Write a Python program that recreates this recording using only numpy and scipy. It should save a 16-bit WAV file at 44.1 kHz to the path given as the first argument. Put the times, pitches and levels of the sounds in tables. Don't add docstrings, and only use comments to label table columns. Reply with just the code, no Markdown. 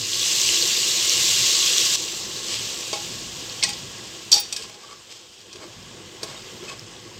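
import sys
import numpy as np
from scipy import signal
from scipy.fft import rfft, irfft, next_fast_len
from scipy.io import wavfile
from scipy.ndimage import uniform_filter1d, map_coordinates

SR = 44100
rng = np.random.default_rng(int(sys.argv[2]) if len(sys.argv) > 2 else 0)


def int16_out(signal):
    q = np.round(np.clip(np.atleast_2d(signal).T, -1, 1) * 32767)
    wavfile.write(sys.argv[1], SR, q.astype(np.int16))


def gain_from_decibels(decibels):
    exponent = np.asarray(decibels, float) / 20
    return 10 ** exponent


N = 317400
HARD_BOIL_DB = -20

# frequency [Hz], level [dB], t60 [s].
STEEL = [(2350, -19, 0.42), (2524, -12.5, 0.5), (3234, 6, 0.066), (3230, -35, 0.63), (3660, -9, 0.32),
         (3820, -43, 0.48), (4130, 0, 0.098), (4130, -26, 0.22), (4400, -26, 0.069), (4620, -6.5, 0.2),
         (4680, 4.5, 0.2), (5235, 2, 0.18), (5200, -28, 0.079), (5530, -11, 0.25), (5700, -17, 0.45),
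         (6410, -8, 0.16), (6980, -16, 0.2), (7850, -10.5, 0.093), (8340, -32, 0.16), (8600, -12, 0.44),
         (10000, -46, 0.15), (11400, -33, 0.23), (11700, -45, 0.2), (12020, -17, 0.24)]
# frequency [Hz], level [dB], t60 [s].
BELLY = [(431, -0.5, 0.077), (643, -2, .12), (824, -5, 0.18), (1068, -1.5, 0.11), (1300, -7, 0.041),
         (1640, -6, 0.059), (2230, -6.5, 0.12)]


def unit(x):
    return x / np.sqrt(np.mean(x ** 2) + 1e-20)


def along(points, hz):
    f, v = np.transpose(points)
    return np.interp(np.log(hz + 1), np.log(f + 1), v)


def curves(rows):
    s, *cols = np.transpose(rows)
    return [np.interp(np.arange(N) / SR, s, c) for c in cols]


def wobble(rate):
    knots = rng.standard_normal(int(N * rate / SR) + 4)
    return map_coordinates(knots, [np.arange(N) * rate / SR])


def filtered(x, response):
    m = next_fast_len(N + SR // 2)
    return irfft(rfft(x, m) * response(np.fft.rfftfreq(m, 1 / SR)), m)[:N]


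def shaped(points):
    return lambda hz: gain_from_decibels(along(points, hz))


def resonant(modes):
    def response(f):
        total = 0
        for k, (centre, width, db) in enumerate(modes):
            damping = 1j * f * width
            total = total + (-1) ** k * gain_from_decibels(db) * damping / (centre * centre - f * f + damping)
        return total
    return response


def patchy(depth_db):
    z = signal.stft(rng.standard_normal(N), nperseg=512)[2]
    field = uniform_filter1d(rng.standard_normal(z.shape), size=6, axis=0)
    field = uniform_filter1d(field, size=8, axis=1)
    return unit(signal.istft(z * gain_from_decibels(depth_db * unit(field)), nperseg=512)[1][:N])


def ring(modes, t, rough):
    hz, db, t60 = np.transpose(modes)[..., None]
    chance = rng.standard_normal((2, len(modes), 1))
    knots = rng.standard_normal((len(modes), 64))
    flutter = 1 + rough * np.array([np.interp(t * 250, np.arange(64), k) for k in knots])
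    scatter_db = 2 * chance[0]
    decay = gain_from_decibels(db + scatter_db - 60 * t / t60)
    return np.sum(flutter * decay * np.sin(2 * np.pi * hz * t + chance[1]), axis=0)


def add(track, s, sound):
    part = track[round(s * SR):][:len(sound)]
    part += sound[:len(part)]


def boil_levels():
    # time [s], fizz level [dB].
    boil = [(0.0, -29), (.158, -24.5), (.478, -19.5), (.816, -22), (1.116, -19.5), (1.75, -20),
            (1.922, -21), (1.957, -18.5), (1.96, -28), (2.31, -32.5), (2.7, -30), (3.26, -35),
            (3.99, -38.5), (4.66, -42), (4.76, -46.5), (5.4, -48), (6.51, -41.5), (6.85, -45)]
    # time [s], gain [dB].
    ducking = [(1.42, -0.5), (1.8, -2.5), (2.3, 0.5), (2.8, -1.5), (4.0, -0.5), (4.53, -8), (4.7, -10.5),
               (5.3, -17.5), (5.49, -11.5), (5.8, -2), (7.2, -1.5)]
    return curves(boil)[0] - HARD_BOIL_DB, curves(ducking)[0]


def bubbles(count, cycles, spread_db):
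    when, pitch, size = rng.random((3, count, 1))
    hz, k = 1500 + 14000 * pitch, np.arange(56)
    gain = gain_from_decibels(-spread_db * np.log(size + 0.0077)) * np.sqrt(hz)
    blips = gain * np.sin(2 * np.pi * hz * k / SR) * np.exp(-k * hz / SR / cycles)
    place = (when * N).astype(int) + k
    return unit(np.bincount(place.ravel(), blips.ravel())[:N])


def fizz():
    # frequency [Hz], level per Hz [dB].
    hot_colour = [(1060, -60), (1800, -18.5), (2610, -6), (2810, 0), (3040, -3.5), (3310, -1), (4380, -0.5),
                  (5240, -1.5), (5840, -1), (7610, -1.5), (9440, -21), (10000, -35.5), (13000, -36),
                  (22000, -120)]
    cool_colour = [(1060, -9.5), (1800, -14), (2180, -13.5), (2380, -5), (3020, -0.5), (3270, 0),
                   (4050, -5.5), (5090, -3), (6100, -6.5), (6600, -4.5), (8180, -9), (10000, -31.5),
                   (13000, -46), (22000, -120)]
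    spray_colour = [(5290, -11.5), (9000, -19), (9770, -6.5), (13400, -1), (15100, -4.5), (16000, -9)]
    boil_db, _ = boil_levels()
    bursts = patchy(depth_db=1.52) + 0.55 * bubbles(count=24000, cycles=2.8, spread_db=3.0)
    bursts *= gain_from_decibels(0.52 * wobble(6.02) + 0.53 * wobble(30.03))
    cooled, = curves([(1.9, 0), (5, 0.95)])
    hot = unit(filtered(bursts, shaped(hot_colour)))
    cool = unit(filtered(bursts[::-1], shaped(cool_colour)))
    body = np.sqrt(1 - cooled) * hot + np.sqrt(cooled) * cool
    spray = unit(filtered(bursts, shaped(spray_colour)))
    return gain_from_decibels(HARD_BOIL_DB + boil_db) * body + gain_from_decibels(-38.5 + 1.074 * boil_db) * spray


def pot_air():
    # frequency [Hz], width [Hz], level [dB].
    cavity = [(610, 65, -6.5), (1095, 56, 3), (1460, 330, -7.5), (1653, 76, 0.5), (2040, 200, -3)]
    fizz_drops_s, swell_db_per_s = 1.96, 3
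    boil_db, duck_db = boil_levels()
    t = np.arange(N) / SR
    swell_db = swell_db_per_s * t * (t < fizz_drops_s)
    air_db = -43 + 0.33 * boil_db + 0.6 * duck_db + swell_db
    return gain_from_decibels(air_db) * unit(filtered(patchy(depth_db=1.0), resonant(cavity)))


def flame():
    # frequency [Hz], level per Hz [dB].
    roar_colour = [(15, -48), (25, -53), (43, -3.5), (70, -10), (108, 4), (139, -1), (205, -1.5), (280, -7),
                   (360, -33), (620, -120)]
    _, duck_db = boil_levels()
    rumble = filtered(patchy(depth_db=1.3), shaped(roar_colour))
    flicker_db = 2 * wobble(5.4)
    return gain_from_decibels(-46.5 + duck_db + flicker_db) * unit(rumble)


def sauce():
    # frequency [Hz], level per Hz [dB].
    slosh_colour = [(140, -38), (230, -14), (280, -12.5), (335, 4), (460, -4.5), (498, 1), (582, -12),
                    (800, -10), (1040, -11.5), (1760, -120)]
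    boil_db, duck_db = boil_levels()
    slosh = filtered(patchy(depth_db=1.5) * gain_from_decibels(1.3 * wobble(12)), shaped(slosh_colour))
    return gain_from_decibels(-41.5 + 0.25 * boil_db + 0.55 * duck_db) * unit(slosh)


def pops():
    # start [s], peak level [dB], pitch [Hz].
    drops = [(.1326, -10, 3340), (.2165, -13, 3430), (0.4147, -4, 6000), (0.49, -7, 2900),
             (0.625, -2.5, 4370), (.7657, -9.5, 3660), (1.0957, -3, 5560), (1.5985, -14, 5880),
             (1.734, -8, 3660), (1.7823, -6.5, 3400), (2.0388, -19, 3520), (2.365, -16, 4200),
             (2.859, -21, 3810), (3.497, -19, 4390), (3.5057, -28, 2960), (3.523, -23, 5400),
             (5.406, -32, 4670), (5.8282, -31, 5080), (6.7945, -22.5, 5290), (.624, -23.5, 486)]
    out, t = np.zeros(N), np.arange(SR // 50) / SR
    for s, db, hz in drops:
        crack = 0.38 * np.diff(rng.standard_normal(len(t) + 1)) * gain_from_decibels(-60 * t / 0.0095)
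        swell = t * hz * np.exp(1 - t * hz / 2.0) / 1.56
        blip = swell * np.sin(2 * np.pi * hz * t)
        add(out, s, gain_from_decibels(db - 5.5) * (blip + crack))
    return out


def kitchen(x):
    # frequency [Hz], t60 [s].
    room_t60 = [(200, 0.2), (2000, 0.41), (6000, 0.35), (12000, 0.19)]
    hz, t, z = signal.stft(rng.standard_normal(SR // 2), SR, nperseg=256)
    decay = gain_from_decibels(-60 * t / along(room_t60, hz)[:, None])
    tail = signal.istft(z * decay, SR, nperseg=256)[1]
    return signal.fftconvolve(np.pad(x, (200, 0)), tail / np.linalg.norm(tail))[:N]


def crackle(per_second, spread_db):
    there, size, sign = rng.random((3, N))
    loudness = gain_from_decibels(-spread_db * np.log(size + 0.022))
    return unit((there < per_second / SR) * loudness * np.sign(sign - .5))


def scraping():
    # loudest at [s], rise [s], fall [s], rasp level [dB], belly level [dB].
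    strokes = [
        (2.525, 0.14, 0.18, -23.5, -36.5),
        (3.689, .035, 0.088, -28.5, -47),
        (4.6, .03, 0.14, -32, -41.5),
        (4.89, 0.16, 0.14, -40.5, -42.5),
        (5.115, 0.051, 0.18, -38.5, -47),
        (5.62, 0.062, 0.1, -46, -39),
        (6.272, 0.077, 0.17, -37, -35.5),
        (6.645, .03, .08, -41, -40),
        (6.698, 0.068, 0.072, -34.5, -36.5),
    ]
    t, pressure = np.arange(N) / SR, np.zeros((2, N))
    for s, rise, fall, rasp_db, belly_db in strokes:
        fade_db = 26 * np.maximum((s - t) / rise, (t - s) / fall) ** 1.45
        pressure += gain_from_decibels([rasp_db - fade_db, belly_db - 0.51 * fade_db])
    slips = crackle(per_second=2500, spread_db=5.0) * gain_from_decibels(2.5 * wobble(45))
    rasp = filtered(slips, resonant([(hz, 120 + 14 / t60, 0.3 * db) for hz, db, t60 in STEEL]))
    belly = filtered(slips, resonant([(hz, 20 + 8 / t60, db) for hz, db, t60 in BELLY]))
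    return gain_from_decibels(-4.5) * pressure[0] * unit(rasp) + gain_from_decibels(-6.0) * pressure[1] * unit(belly)


def clanks():
    # start [s], peak level [dB], thud level [dB], brightest pitch [Hz],
    # focus [dB per octave squared].
    contacts = [(2.9289, -8.5, -8, 3770, 6), (2.936, -14.5, -11, 4770, 12), (3.6265, -4, -26, 3540, 16),
                (3.6345, -0.5, -24, 4480, 10), (3.643, -18, -27, 4800, 15), (3.69, -12, -26, 5500, 1),
                (3.732, -20, -17, 4680, 14), (4.3164, 0.5, -34, 5530, 12), (4.326, 1.5, -36, 4650, 32),
                (4.338, -1.5, -30, 5200, 10), (4.347, -15, -17, 5560, 6), (4.359, -13, -20, 4600, 0),
                (4.377, -13.5, -34, 4800, 1), (4.525, -9, -27, 5600, 4.5), (4.5628, -9.5, -38, 4840, 4),
                (4.624, -25, -22, 4870, 4), (4.695, -28, -7.5, 3500, -2), (4.742, -30, -9, 3500, 4),
                (5.5287, -25.5, -22, 4470, 6), (5.557, -26.5, -9.5, 3000, 2), (6.2305, -11, -16, 5200, 4)]
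    held_ring, freed_per_bounce = 0.2, 1.19
    bounce_gap_s = .025
    out, t = np.zeros(N), np.arange(SR // 6) / SR
    rise = 1 - np.exp(-t / 0.00095)
    last_s, free = 0, held_ring
    for s, db, thud_db, bright_hz, focus_db in contacts:
        free = free * freed_per_bounce if s - last_s < bounce_gap_s else held_ring
        last_s = s
        tilt_db = lambda hz: -np.abs(focus_db) * np.log2((hz + 1) / bright_hz) ** 2
        modes = [(hz, .6 * level + tilt_db(hz), t60 * free) for hz, level, t60 in STEEL]
        steel = ring(modes, t, rough=.5)
        colour = gain_from_decibels(np.maximum(tilt_db(np.fft.rfftfreq(len(t), 1 / SR)), -21))
        noise = unit(irfft(rfft(rng.standard_normal(len(t))) * colour, len(t)))
        clatter = noise * (0.26 * gain_from_decibels(-60 * t / (0.18 * free)) + 0.068 * gain_from_decibels(-60 * t / (0.69 * free)))
        thud = ring(BELLY, t, rough=0.64) + 1.2 * np.sin(2 * np.pi * 350 * t) * gain_from_decibels(-60 * t / 0.053)
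        bright = 1.07 * steel / np.abs(steel).max() + clatter
        add(out, s, rise * (gain_from_decibels(db - 1.5) * bright + gain_from_decibels(db + thud_db - 8) * thud))
    return out


def dwells():
    # start [s], length
    # [s], pitch [Hz], level [dB].
    held_tones = [(2.945, 0.1, 824, -40), (3.625, 0.02, 2153, -23), (3.634, .014, 8100, -20),
                  (3.635, 0.021, 4780, -25), (3.642, 0.028, 1940, -32), (3.675, 0.069, 824, -36),
                  (3.807, 0.024, 423, -43), (4.314, 0.054, 11900, -21.5), (4.337, 0.082, 824, -30),
                  (4.525, 0.01, 3550, -25), (4.5256, 0.0082, 5730, -30), (4.5265, .012, 7900, -29),
                  (4.563, 0.0089, 4750, -28), (4.565, 0.053, 1640, -42.5), (4.585, 0.14, 442, -41),
                  (4.632, 0.075, 1046, -43.5), (4.7, 0.27, 830, -51), (4.83, .04, 1153, -44),
                  (4.88, .07, 1300, -50), (4.89, 0.091, 1145, -43.5), (5.1, .06, 480, -51),
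                  (5.549, 0.042, 365, -40), (5.611, 0.12, 334, -40), (6.231, 0.039, 431, -32.5),
                  (6.359, .04, 3740, -41), (6.624, 0.026, 372, -33), (6.678, 0.038, 2570, -33.5),
                  (6.695, 0.047, 1103, -39), (4.316, 0.055, 5670, -14), (4.32, 0.067, 4580, -17)]
    out, t = np.zeros(N), np.arange(SR // 2) / SR
    for s, length, hz, db in held_tones:
        waver = 1 + 0.5 * unit(uniform_filter1d(rng.standard_normal(len(t)), size=300))
        swell = np.sin(np.pi * np.clip(t / length, 0, 1) ** 0.45)
        add(out, s, gain_from_decibels(db) * waver * swell * np.sin(2 * np.pi * hz * t))
    return out


def tick():
    # frequency [Hz], level [dB], t60 [s].
    edge_modes = [(9685, -26.5, 0.052), (14650, -24, .03), (15500, -21, 0.057)]
    out, t = np.zeros(N), np.arange(SR // 5) / SR
    add(out, 4.3985, (1 - np.exp(-t / 0.00046)) * ring(edge_modes, t, rough=.4))
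    return out


def scene():
    # frequency [Hz], gain [dB].
    microphone = [(300, -3.6), (2000, -0.9), (8000, 1.5), (9500, -9.5), (13000, -11), (15600, -15)]
    near = filtered(pops() + scraping() + clanks() + dwells(), shaped(microphone))
    pot = fizz() + pot_air() + flame() + sauce()
    return (pot + near + gain_from_decibels(-12) * kitchen(near) + tick())[None]


def roll_off(x):
    return signal.sosfilt(signal.butter(12, 16270, fs=SR, output="sos"), x)


def record(dry):
    top_hz, bass_hz = 15850, 33
    held = dry[0] / (1 + np.abs(dry[0] / .98) ** 6) ** (1 / 6)
    heard = filtered(held, lambda hz: (hz < top_hz) / (1 + (bass_hz / (hz + 1)) ** 6))
    return roll_off(heard[None])


dry = scene()
out = record(dry)
int16_out(out)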